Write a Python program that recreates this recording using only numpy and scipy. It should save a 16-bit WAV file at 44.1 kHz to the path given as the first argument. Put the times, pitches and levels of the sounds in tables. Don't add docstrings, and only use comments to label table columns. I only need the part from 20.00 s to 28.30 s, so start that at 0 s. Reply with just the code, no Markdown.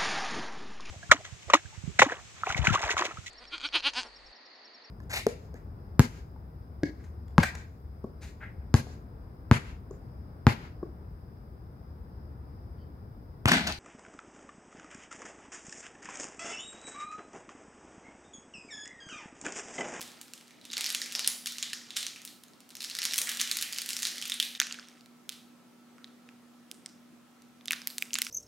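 import sys
import numpy as np
from scipy import signal
from scipy.fft import rfft, irfft
from scipy.io import wavfile
from scipy.ndimage import uniform_filter1d

SR = 44100
rng = np.random.default_rng(int(sys.argv[2]) if len(sys.argv) > 2 else 0)


def how_loud(loudness_db):
    steps = np.asarray(loudness_db, float) / 20
    return 10 ** steps


def to_wav(s):
    ch = np.atleast_2d(s).T
    pcm = np.round(np.clip(ch, -1, 1) * 32767)
    wavfile.write(sys.argv[1], SR, pcm.astype(np.int16))


N = 366030

CUT_S = 4.586
LEAD_S = 0.001
DELAY_S = 0.0007
FAR_LENGTH, NEAR_LENGTH = 1.39, 1.14
SPREAD_LENGTH = 0.45
NEAR_PAN_DB = 0.6


def evened(x):
    return x / np.sqrt(np.mean(x ** 2) + 1e-20)


def read(points, hz):
    f, value = np.transpose(points)
    return np.interp(np.log(hz + 1), np.log(f + 1), value)


def filtered(x, order, hz, kind="low"):
    return signal.sosfilt(signal.butter(order, hz, kind, fs=SR, output="sos"), x)


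def fuzzy_tone(hz, width):
    r = np.exp(-np.pi * width / SR)
    noise = rng.standard_normal(N) + 1j * rng.standard_normal(N)
    wander = signal.lfilter([1 - r], [1, -r], noise)
    return evened((wander * np.exp(2j * np.pi * hz * np.arange(N) / SR)).real)


def refrigerator():
    # (frequency [Hz], level per Hz [dB])
    air_colour = [(15, -79.5), (25, -41.5), (75, -32), (184, -9), (241, -8.5), (291, -9), (402, -16.5),
                  (1090, -21.5), (1310, -20), (1500, -23.5), (6450, -31.5), (13700, -39), (15700, -41.5)]
    # (frequency [Hz], likeness [0 to 1])
    likeness = [(60, 0.32), (180, 0.48), (550, 0.6), (1650, 0.54), (4970, 0.19), (15000, 1)]
    # (time [s], level [dB])
    hum_level = [
        (0.0, -62.5),
        (0.18, -64),
        (8.3, -59),
    ]
    # (frequency [Hz], width [Hz], level [dB])
    whines = [
        (125.4, 4.05, -85.5),
        (752, 6.4, -83.5),
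        (1317, 16, -76.5),
        (14610, 30, -92),
    ]
    hum_hz, wobble = 240.3, 0.25

    frames, hz = N // 256 + 5, np.fft.rfftfreq(1024, 1 / SR)
    a, b, c, d, patches = rng.standard_normal((frames, 513, 5)).T
    patches = uniform_filter1d(patches, size=8, axis=0)
    patches = evened(uniform_filter1d(patches, size=14, axis=1))
    same = np.clip(read(likeness, hz), -1, 1)[:, None]
    left = a + 1j * b
    right = same * left + np.sqrt(1 - same ** 2) * (c + 1j * d)
    z = np.array([left, right]) * how_loud(read(air_colour, hz)[:, None] + patches)
    air = how_loud(-61.5) * evened(signal.istft(z, nperseg=1024, noverlap=768)[1][:, :N])

    t = np.arange(N) / SR
    hum = 1.19 * np.sin(2 * np.pi * hum_hz * t) + wobble * fuzzy_tone(hum_hz, 0.93)
    hum = hum * how_loud(np.interp(t, *np.transpose(hum_level)))
    whine = sum(how_loud(db) * fuzzy_tone(f, width) for f, width, db in whines)
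    return air + hum * how_loud(np.array([[-.3], [.3]])) + whine


def box():
    # (time [s], level [dB])
    brushes = [
        (0.769, -52.5),
        (1.15, -52),
        (1.273, -60.5),
        (3.05, -57.5),
        (3.2, -54.5),
    ]
    knock_db, knock_hz, knock_t60, scuff_t60 = -51, 630, 0.91, 0.76
    t = np.arange(N) / SR
    a, b = rng.standard_normal((2, N))
    hollow = filtered([a + .5 * b, a - .5 * b], 1, [knock_hz * 0.28, knock_hz * 2.1], "band")
    knock = how_loud(knock_db - 60 * t / knock_t60) * evened(hollow)
    dull = filtered([a + 0.34 * b, 0.6 * a - 0.2 * b], 2, [420, 1500], "band")
    scuffs = sum((t > s) * how_loud(db - 60 * abs(t - s) / scuff_t60) for s, db in brushes)
    return knock + scuffs * evened(dull)


def snap_shapes(ring_hz, low_db, top_db, ring_db, stretch=1):
    t, hz = np.arange(512) / SR, np.fft.rfftfreq(512, 1 / SR) + 1
    age = np.maximum(t - LEAD_S, 0)
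    noise = rng.standard_normal((len(ring_hz), 512))
    phase, length = rng.random((len(ring_hz), 2)).T[..., None]
    slow = stretch * (.8 + 0.8 * length)
    one_direction = stretch > .6

    crack = rfft(noise * (1 - np.exp(-age / .0001)) * how_loud(-60 * age / (.0038 * slow)))
    crack /= np.sqrt(uniform_filter1d(abs(crack) ** 2, size=22 if one_direction else 1, axis=1))
    low_share = np.clip(np.log2(3000 / hz) * 0.78, 0, 1)
    top_share = np.clip(np.log2(hz / 5500) * 0.51, 0, 1)
    edge_db = -14 * np.clip(np.log2(hz / 11000), 0, 1)
    crack *= how_loud(edge_db + low_share * (low_db[:, None] - 7.5) + top_share * (top_db[:, None] - 1.5))

    ring_t60 = .004 * slow * (3000 / ring_hz[:, None]) ** .7
    swing = np.sin(2 * np.pi * (ring_hz[:, None] * age + phase))
    ring = rfft((1 - np.exp(-age / .0003)) * how_loud(-60 * age / ring_t60) * swing)
    ring *= how_loud(ring_db + 3.5)[:, None] / abs(ring).max(1, keepdims=True)

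    both = crack + ring if one_direction else ring * np.sqrt(1 + abs(crack / ring) ** 2)
    shapes = irfft(both) * signal.windows.tukey(512, .15)
    shapes = filtered(shapes, 4, 1300, "high")
    return shapes / abs(signal.hilbert(shapes)).max(1, keepdims=True)


def crackle():
    # (time [s], level [dB])
    motion = [(0.0, -50), (0.5, -64), (0.7, -54), (0.8, -39.5), (1.1, -42), (1.3, -53.5), (1.93, -50),
              (1.98, -35), (2.17, -62), (2.34, -66.5), (2.74, -65.5), (2.97, -42.5), (3.16, -42),
              (4.18, -44.5), (4.51, -59.5), (4.61, -40.5), (4.8, -50), (5.0, -59.5)]
    # (frequency [Hz], level per Hz [dB])
    film = [(240, -56), (400, -24.5), (893, -14), (1900, 9), (2670, 7.5), (3370, 6.5), (8900, -2),
            (13500, -27.5), (16000, -25.5)]
    per_s, spread_db, kinds = 1500, 6.0, 16
    size = how_loud(spread_db * np.minimum(rng.exponential(1, N), 3)) * (rng.random(N) < per_s / SR)
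    kind = rng.integers(0, kinds, N)
    hz = np.geomspace(1200, 14000, kinds)
    shapes = snap_shapes(hz, 0 * hz, 0 * hz, 0 * hz + 12)
    x = sum(signal.oaconvolve(size * (kind == k), shape)[:N] for k, shape in enumerate(shapes))

    power = (abs(rfft(shapes, 1024)) ** 2).mean(0)
    bins = np.fft.rfftfreq(1024, 1 / SR)
    colour = how_loud(read(film, bins)) / np.sqrt(uniform_filter1d(power, size=40))
    x = evened(signal.oaconvolve(x, signal.firwin2(255, bins, colour, fs=SR), "same"))
    top = filtered(x, 2, 7000, "high")
    rub = filtered(rng.standard_normal(N), 2, [380, 850], "band")
    x = x + how_loud(-20.5) * evened(rub)

    t = np.arange(N) / SR
    db = np.interp(t, *np.transpose(motion), right=-120)
    top_db = np.where(t < CUT_S, -7.5, -9) + 1.6157 * (db + 51.0)
    return how_loud(db - 8.5) * (x + (how_loud(top_db) - 1) * top)


def creases(rows, low_db, top_db, ring_db):
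    s, db, hz = np.transpose(rows)[:3]
    ring_db = ring_db + 2.5 * np.log2(4000 / hz) - 0.26 * (top_db + 30.0)
    return np.transpose([s + DELAY_S, db, hz, low_db + 0 * s, top_db, ring_db])


def rings(rows):
    s, db, hz = np.transpose(rows)
    return np.transpose([s + DELAY_S, db - 5.5, hz, 0 * s, 0 * s - 12, 0 * s + 24])


def neighbours(rows, count):
    after_s, after_db, spread_db, octaves = .007, -13.5, 15.5, 0.58
    rows = np.repeat(rows, count, axis=0)
    wait, weaker, size, tone = rng.random((len(rows), 4)).T
    later = .002 - after_s * np.log(1 - wait)
    softer = after_db - spread_db * weaker
    step = np.transpose([later, softer, 0 * wait, -10 * tone, 9 * (size - .5), 0 * wait])
    pitch = 2 ** (octaves * (2 * size[:, None] - 1))
    return (rows + step) * np.where(np.arange(6) == 2, pitch, 1)


def far_creases():
    # (time [s], peak level [dB], ring frequency [Hz],
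    # brightness [dB])
    large_creases = [(0.0084, -27, 6100, -14), (0.014, -22, 7700, -10.5), (0.117, -38, 3910, -19),
                     (0.213, -27, 8000, -7), (0.3348, -26, 7460, -14), (0.377, -34.5, 3300, -15),
                     (0.507, -38.5, 2250, -23), (0.612, -51, 3090, -3), (0.6515, -29.5, 3630, -15),
                     (0.701, -32, 3840, -47), (0.7128, -30, 4710, -16), (0.731, -21.5, 6850, -27),
                     (0.7354, -20.5, 3720, -28), (0.7682, -15.5, 4500, -30), (0.779, -15, 2220, -15),
                     (0.8083, -15.5, 3760, -14.5), (0.842, -16, 5360, -17), (0.8619, -14, 4500, -21.5),
                     (0.891, -22, 4860, -11), (0.9019, -16.5, 3900, -15), (0.9246, -31.5, 3920, -11),
                     (0.9472, -12.5, 6500, -18.5), (1.0164, -15, 5400, -22), (1.0594, -25, 2330, -12),
                     (1.112, -29, 3400, -26.5), (1.1222, -20, 5500, -13.5),
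                     (1.1504, -12.5, 5020, -28), (1.157, -25, 6000, -7), (1.1927, -12.5, 5100, -20.5),
                (1.2442, -19, 4360, -32), (1.246, -21.5, 3280, -28), (1.262, -22, 4260, -20),
                (1.2746, -8, 7850, -8.5), (1.2834, -32, 7800, -14.5), (1.4585, -19, 4560, -19),
                (1.4691, -16, 4000, -14), (1.5209, -27, 5700, -10), (1.583, -17.5, 5850, -21),
                (1.6262, -17.5, 3260, -19.5), (1.6309, -20, 4040, -42), (1.699, -27, 3660, -24),
                (1.7314, -16, 5400, -25), (1.736, -27, 10100, -12), (1.905, -25, 3630, -24),
                (1.9658, -15.5, 3750, -19), (1.97, -15, 3580, -16), (2.0656, -18.5, 6050, -21),
                (2.1599, -29.5, 2580, -23), (2.217, -34, 6400, -13), (2.2501, -22.5, 8150, -3),
                (2.2754, -29, 4000, -18), (2.4355, -35, 3850, -6), (2.604, -40, 4440, -10),
                     (2.7037, -36, 4080, -13), (2.752, -27, 5440, -19), (2.8057, -21.5, 4300, -17.5),
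               (2.819, -23, 4220, -13), (2.845, -21, 5230, -24), (2.898, -22, 4410, -15),
               (2.9504, -20, 4510, -17), (2.9873, -15, 5340, -23), (3.0175, -16.5, 5670, -24),
               (3.0297, -17, 4450, -22.5), (3.039, -19.5, 6900, -8.5), (3.0518, -10, 5370, -17),
               (3.059, -25.5, 5300, -14), (3.109, -19.5, 3890, -29), (3.1345, -14, 5620, -18.5),
               (3.141, -15, 8560, -10), (3.158, -17.5, 9300, -11), (3.1798, -8.5, 5800, -0.5),
               (3.1834, -15.5, 9100, -11.5), (3.2157, -12.5, 6500, -7.5), (3.22, -23.5, 6760, -5),
               (3.271, -20, 1980, -31.5), (3.2911, -13, 3150, -15.5), (3.295, -18, 3180, -5),
               (3.316, -20.5, 3280, -6), (3.3484, -24, 7040, -23), (3.371, -21, 3500, -13),
               (3.3963, -17, 3520, -27), (3.4, -14.5, 2945, -16.5), (3.4131, -9.5, 6200, -14.5),
               (3.5128, -11, 6620, -14),
                     (3.5689, -14, 8400, -7.5), (3.587, -17.5, 4670, -24), (3.6115, -17, 3680, -9),
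               (3.617, -27, 6240, -4), (3.6239, -10.5, 2670, -11.5), (3.725, -20, 6600, -11),
               (3.731, -19.5, 4630, -20), (3.745, -27, 5000, -7), (3.761, -24, 3060, -23),
               (3.7845, -15, 4900, -18), (3.806, -31, 6050, -14), (3.817, -18.5, 4840, -8),
               (3.86, -21, 7360, -8), (3.865, -31.5, 6750, -16.5), (3.884, -30.5, 4200, -13.5),
               (3.8894, -14.5, 4150, -9), (3.9043, -14.5, 7680, -18), (3.931, -19, 5100, -12.5),
               (3.9658, -16, 5670, -13.5), (4.0213, -17.5, 5600, -10.5), (4.0296, -12, 6200, -17),
               (4.0516, -11.5, 4240, -20), (4.0692, -15.5, 5800, -14), (4.117, -27, 4640, -22.5),
               (4.181, -21.5, 4430, -20.5), (4.2234, -18.5, 3080, -19.5), (4.2537, -19.5, 3500, -16),
               (4.258, -27, 5200, -13.5), (4.297, -18, 5740, -15.5), (4.319, -17, 3510, -16.5),
               (4.3396, -26.5, 3680, -8.5), (4.3994, -13.5, 3670, -9.5), (4.4259, -14.5, 3600, -11),
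               (4.55, -25, 3560, -38)]
    # (time [s], peak level [dB], ring
    # frequency [Hz], brightness [dB])
    small_creases = [(0.0198, -56, 2330.0, -3), (0.0258, -27, 3640, -9), (0.0768, -33, 7660, -17),
                     (0.2804, -41, 1440, -16), (0.3515, -46, 4100, -11), (0.41, -40, 2760.0, -19),
                     (0.4723, -45, 4270, -18.0), (0.479, -43, 6330.0, -14.0), (0.613, -40, 4070, -35),
                     (0.6423, -41, 3830.0, -25), (0.674, -53, 2330.0, -23.0), (0.7183, -27, 4700, -29),
                     (0.998, -38, 6200.0, -19.0), (1.161, -29, 5830, -16), (1.282, -21, 8960.0, -10.5),
                     (1.3, -22, 8440, -13.5), (1.3173, -22, 6760.0, -14), (1.4715, -18, 4040, -13),
                     (1.569, -33, 4260, -17), (1.8765, -55, 3490.0, -25.0), (1.962, -26, 3730, -27.0),
                     (2.0283, -21, 4180.0, -19), (2.05, -33, 3530, -24.0), (2.081, -29, 3770, -29),
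                     (2.232, -45, 5300.0, -15), (2.482, -44, 6680.0, -15.0), (2.534, -44, 4390.0, -24.0),
                     (2.61, -52, 5120.0, -21),
                     (2.6906, -39, 10420.0, -5.5), (2.695, -48.5, 7580.0, -8), (2.7089, -38, 6400, -16.0),
                  (2.7188, -41.5, 4260.0, -17.0), (2.7676, -28, 5800, -13), (2.8034, -29, 5380.0, -23.5),
                  (2.8278, -24, 3840, -11), (2.8406, -20, 5160, -14), (2.91, -26.5, 4570, -34),
                  (2.9133, -27.5, 4200, -31), (2.9666, -25, 5800, -18.0), (2.973, -33, 5080.0, -16),
                  (3.1017, -30.5, 3940, -26.5), (3.122, -20, 3920.0, -10), (3.1694, -22.5, 9000, -6.5),
                  (3.1862, -11.5, 8350, -7.5), (3.392, -26, 2900, -21.0), (3.4079, -14.5, 2020, -14.5),
                  (3.4741, -19, 2970, -15), (3.496, -26, 3020, -20), (3.5215, -20, 6400, -13.5),
                  (3.5557, -24, 8700, -18), (3.7774, -23, 3960.0, -4), (3.792, -32, 4820.0, -8),
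                  (3.8996, -23.5, 4630, -13.5), (3.9898, -21, 4580, -12), (3.9997, -24, 3320.0, -11.5),
                  (4.0227, -19.5, 7150, -18), (4.0622, -30, 5730.0, -18), (4.082, -29, 5320, -15.5),
                  (4.1565, -30, 6290.0, -11), (4.1697, -30, 4560, -23.5), (4.214, -21, 6120.0, -14),
                  (4.2387, -31, 3290, -21.5), (4.2782, -28.5, 4600, -5), (4.433, -31.5, 3710, -12),
                  (4.4494, -24.5, 3890, -6.5), (4.558, -32, 3060.0, -26)]
    # (time [s], peak level [dB], ring frequency [Hz])
    second_patches = [(.8086, -28, 9000), (.842, -19, 2550), (.9246, -19, 11400), (.9479, -20, 3280),
                      (1.0162, -19, 1880), (1.2748, -4.5, 8800), (1.2748, -6, 11000), (1.2758, -11.5, 5080),
                      (1.6262, -16, 7000), (2.9872, -20, 2040), (3.1797, -14, 8950), (3.1797, -10, 6160),
                      (3.1843, -15, 3240), (3.272, -18, 7860), (4.3191, -9.5, 3620), (4.3409, -17.5, 9250),
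                      (4.3996, -4.5, 3300), (4.4264, -11, 3500), (3.5131, -11.5, 4240), (1.7312, -22, 1740),
                      (4.3996, -8.5, 4300)]
    low_db, ring_db = -1.5, 7
    large = np.array(large_creases)
    large = creases(large, low_db, 10.5 + 1.26 * large[:, 3], ring_db)
    ticks = np.array(small_creases)
    ticks = creases(ticks, low_db, 10.5 + 1.26 * ticks[:, 3], ring_db)
    return np.vstack([large, ticks, rings(second_patches), neighbours(large, count=4)])


def spits():
    # (time [s], peak level [dB], ring frequency [Hz])
    patches = [(.7655, -31, 13000), (.8155, -27, 7000), (.857, -18, 6000), (.8645, -20, 13000),
               (.8695, -20, 5000), (2.7523, -28, 14000), (2.9873, -22.5, 14000), (4.2782, -24, 14000),
               (4.6, -19, 13800), (4.615, -22, 14000), (5.2916, -31, 2600), (8.0229, -21, 14000),
               (8.2177, -11.5, 14000)]
    return snaps(rings(patches), 0, NEAR_PAN_DB, FAR_LENGTH)


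def near_creases():
    # (time [s], peak level [dB], ring frequency
    # [Hz], brightness [dB], low part [dB])
    close_creases = [(4.6, -5.5, 6140, -18.5, 1), (4.615, -15.5, 4170, -24, 14), (4.6215, -23, 2560, -25, 2),
                     (4.6686, -22, 2697, -16, 11), (4.71, -26, 2820, -39, 12), (4.7236, -23.5, 4460, -19, 4),
                     (4.7423, -32, 2320, -19, 12), (4.787, -34, 1640, -23, 14), (4.7952, -30.5, 5114, -39, 10),
                     (4.8849, -38, 5600, -15, -8), (4.897, -44, 2000, -9, -6), (5.0086, -40.5, 4750, -23, -4),
                     (5.059, -41.5, 4110, -8, 16.5), (5.2915, -16, 3570, -6.5, -4), (5.9814, -46, 1306, -45, 7.5),
                     (6.043, -31, 3800, -32.5, 6.5), (6.2885, -39, 2530, -32.5, 22),
                     (6.7135, -23.5, 8600, -10, -11), (6.86, -25.5, 5330, -20, 6.5), (7.42, -44, 3820, -10, -14),
                     (7.6097, -42, 3570, -35.5, 18), (7.6561, -28.5, 5680, -4, -4), (7.6752, -33, 6850, 3, -4),
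               (7.6813, -17.5, 3660, -31, 1), (7.7072, -15.5, 2560, 6, 10), (7.7133, -22.5, 2140, -44, 18),
               (7.7199, -16, 1680, 6, -5), (7.7276, -24, 5500, -18, 8), (7.7313, -15, 3830, -14, 7),
               (7.817, -27, 5000, -21, 16), (7.8718, -13.5, 4680, 0, 5), (7.9814, -13, 7840, -2, -1),
               (8.0229, -16.5, 2380, -13, -2), (8.1059, -34, 2700, -38, 5), (8.1319, -14.5, 6200, -21, -28),
               (8.14, -17.5, 6400, -7, -24), (8.1538, -14, 2700, -16, 8.5), (8.16, -28, 3980, -22, 3),
               (8.1858, -14, 3270, 0, 10), (8.2178, -7.5, 5900, -3, 1), (8.2664, -22, 5060, -23, 10)]
    # (time [s], peak
    # level [dB], ring frequency [Hz])
    second_patches = [(4.6, -14, 1620), (4.6, -11, 3590), (4.6034, -24, 2280), (4.6147, -17, 1760),
                      (4.7238, -21, 6900), (4.7461, -35, 1640), (4.7878, -32, 1445), (4.8968, -46, 1990),
                      (5.2524, -51, 2020), (5.9817, -36.5, 1350), (6.86, -24, 8160), (6.86, -42.5, 2410),
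                      (7.7202, -26, 6115), (7.7074, -8.5, 2640), (7.7311, -19.5, 1760), (7.8721, -8, 12570),
                      (7.9017, -24.5, 4560), (7.9821, -23, 3905), (8.0229, -8, 2370), (8.1324, -31, 2370),
                      (8.141, -9, 7260), (8.1539, -16, 4480), (8.1604, -21, 2200), (8.1858, -20, 6350),
                      (8.2023, -44, 2070), (8.2176, -16, 2100), (8.2478, -25, 9800), (8.2665, -26, 2270)]
    held = np.array(close_creases)
    return np.vstack([creases(held, held[:, 4], held[:, 3], 9), rings(second_patches)])


def snaps(rows, gain_db, pan_db, stretch=1):
    s, db, hz, low_db, top_db, ring_db = np.transpose(rows)
    out = np.zeros((2, N + 512))
    at = np.round((s - LEAD_S) * SR).astype(int)[:, None] + np.arange(512)
    pan = pan_db * rng.uniform(-0.8, 1, len(s))
    shapes = how_loud(db + gain_db)[:, None] * snap_shapes(hz, low_db, top_db, ring_db, stretch)
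    body = filtered(shapes, 1, 9000)
    for ear, sign in zip(out, (1, -1)):
        np.add.at(ear, at, shapes + (how_loud(sign * (pan - 0.5)) - 1)[:, None] * body)
    return out[:, :N]


def around(rows, gain_db):
    pure = (rows[:, 5:] > 23) * (np.arange(6) == 1)
    return snaps(rows - 3 * pure, gain_db, 0, SPREAD_LENGTH)


def counter(x):
    lag = round(0.005 * SR)
    bounce = np.pad(filtered(x.mean(0), 1, 11000), (lag, 0))[:N]
    return x + how_loud(np.array([-10, -13]))[:, None] * bounce


def kitchen(room_db, echo_db, fill_s):
    # (delay [s], left level [dB], right level [dB])
    echoes = [
        (.0075, -24, -3),
        (0.013, -27, -31),
        (0.017, -32, -32),
        (0.03, -12.5, -7),
        (.036, -21.5, -10.5),
    ]
    # (frequency [Hz], time to fall 60 dB [s])
    decay = [(700, 0.72), (2000, 0.43), (5000, 0.49), (10000, 0.5), (16000, 0.68)]
    # (frequency [Hz], side against middle [dB])
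    width = [(700, -3), (3000, -13), (15000, -17)]
    taps = rng.choice([-1., 0, 0, 1.], (2, SR // 2)) * (np.arange(SR // 2) > .2 * fill_s * SR)
    hz, t, (mid, side) = signal.stft(taps, SR, nperseg=256)
    side = side * how_loud(read(width, hz))[:, None]
    z = np.array([mid + side, mid - side])
    z = z / np.sqrt(1 + (hz[:, None] / 12500) ** 2)
    swell = np.minimum(t / fill_s, 1)
    fall = how_loud(-60 * t / read(decay, hz)[:, None])
    tail = signal.istft(z * swell * fall, SR, nperseg=256)[1]
    tail *= how_loud(room_db) / np.linalg.norm(tail[0])
    for s, left_db, right_db in echoes:
        tail[:, round(s * SR)] += how_loud(np.array([left_db, right_db]) + echo_db)
    return tail


def thrown_back(x, room_db, echo_db, fill_s):
    turn = 2 * np.pi * 3.1 * np.arange(N) / SR
    wet = 0
    for k in range(3):
        share = np.sqrt(2 / 3) * abs(np.cos(turn + k * np.pi / 3))
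        path = kitchen(room_db, echo_db - 10.5, fill_s)
        wet = wet + signal.fftconvolve((x.mean(0) * share)[None], path, axes=1)[:, :N]
    return wet


def scene():
    fade_s = 0.011
    to_cut = CUT_S - np.arange(N) / SR
    before, after = np.clip(to_cut / fade_s, 0, 1), np.clip(-to_cut / fade_s, 0, 1)
    fine = crackle()
    far_fine, near_fine = fine * (to_cut > 0), fine * (to_cut <= 0)

    rows = far_creases()
    far = snaps(rows, -0.4, 1.1, FAR_LENGTH) + far_fine
    far_wet = thrown_back(around(rows, 3.93) + far_fine, room_db=-5, echo_db=-14, fill_s=0.0011)

    rows = near_creases()
    near = snaps(rows, 0.077, NEAR_PAN_DB, NEAR_LENGTH) + near_fine
    near_wet = thrown_back(around(rows, 2.16) + near_fine, room_db=-12.5, echo_db=-4, fill_s=0.033)

    handling = (counter(far) + far_wet) * before + near + near_wet + counter(spits())
    hum = refrigerator() * (0.16 + 0.98 * (before + after))
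    return handling + hum + box()


def low_pass(x):
    return signal.sosfilt(signal.butter(12, 16990, fs=SR, output="sos"), x)


def record(dry):
    edge_hz, top_hz = 15870, 16600
    dry = filtered(dry, 2, 40, "high")
    dry = signal.oaconvolve(dry, signal.firwin(127, top_hz, window=("kaiser", 8), fs=SR)[None], "same")
    low = signal.oaconvolve(dry, signal.firwin(2047, edge_hz, window=("kaiser", 8), fs=SR)[None], "same")
    power = (dry ** 2).mean(0)
    usual = uniform_filter1d(power, size=1500) + 3e-6
    attack = uniform_filter1d(power, size=60) > how_loud(23) * usual
    gate = np.minimum(uniform_filter1d(attack * 1., size=200) * 8, 1)
    mix = (low + gate * (dry - low)) * how_loud(np.array([[-.3], [.3]]))
    return low_pass(mix)


dry = scene()
out = record(dry)
to_wav(out)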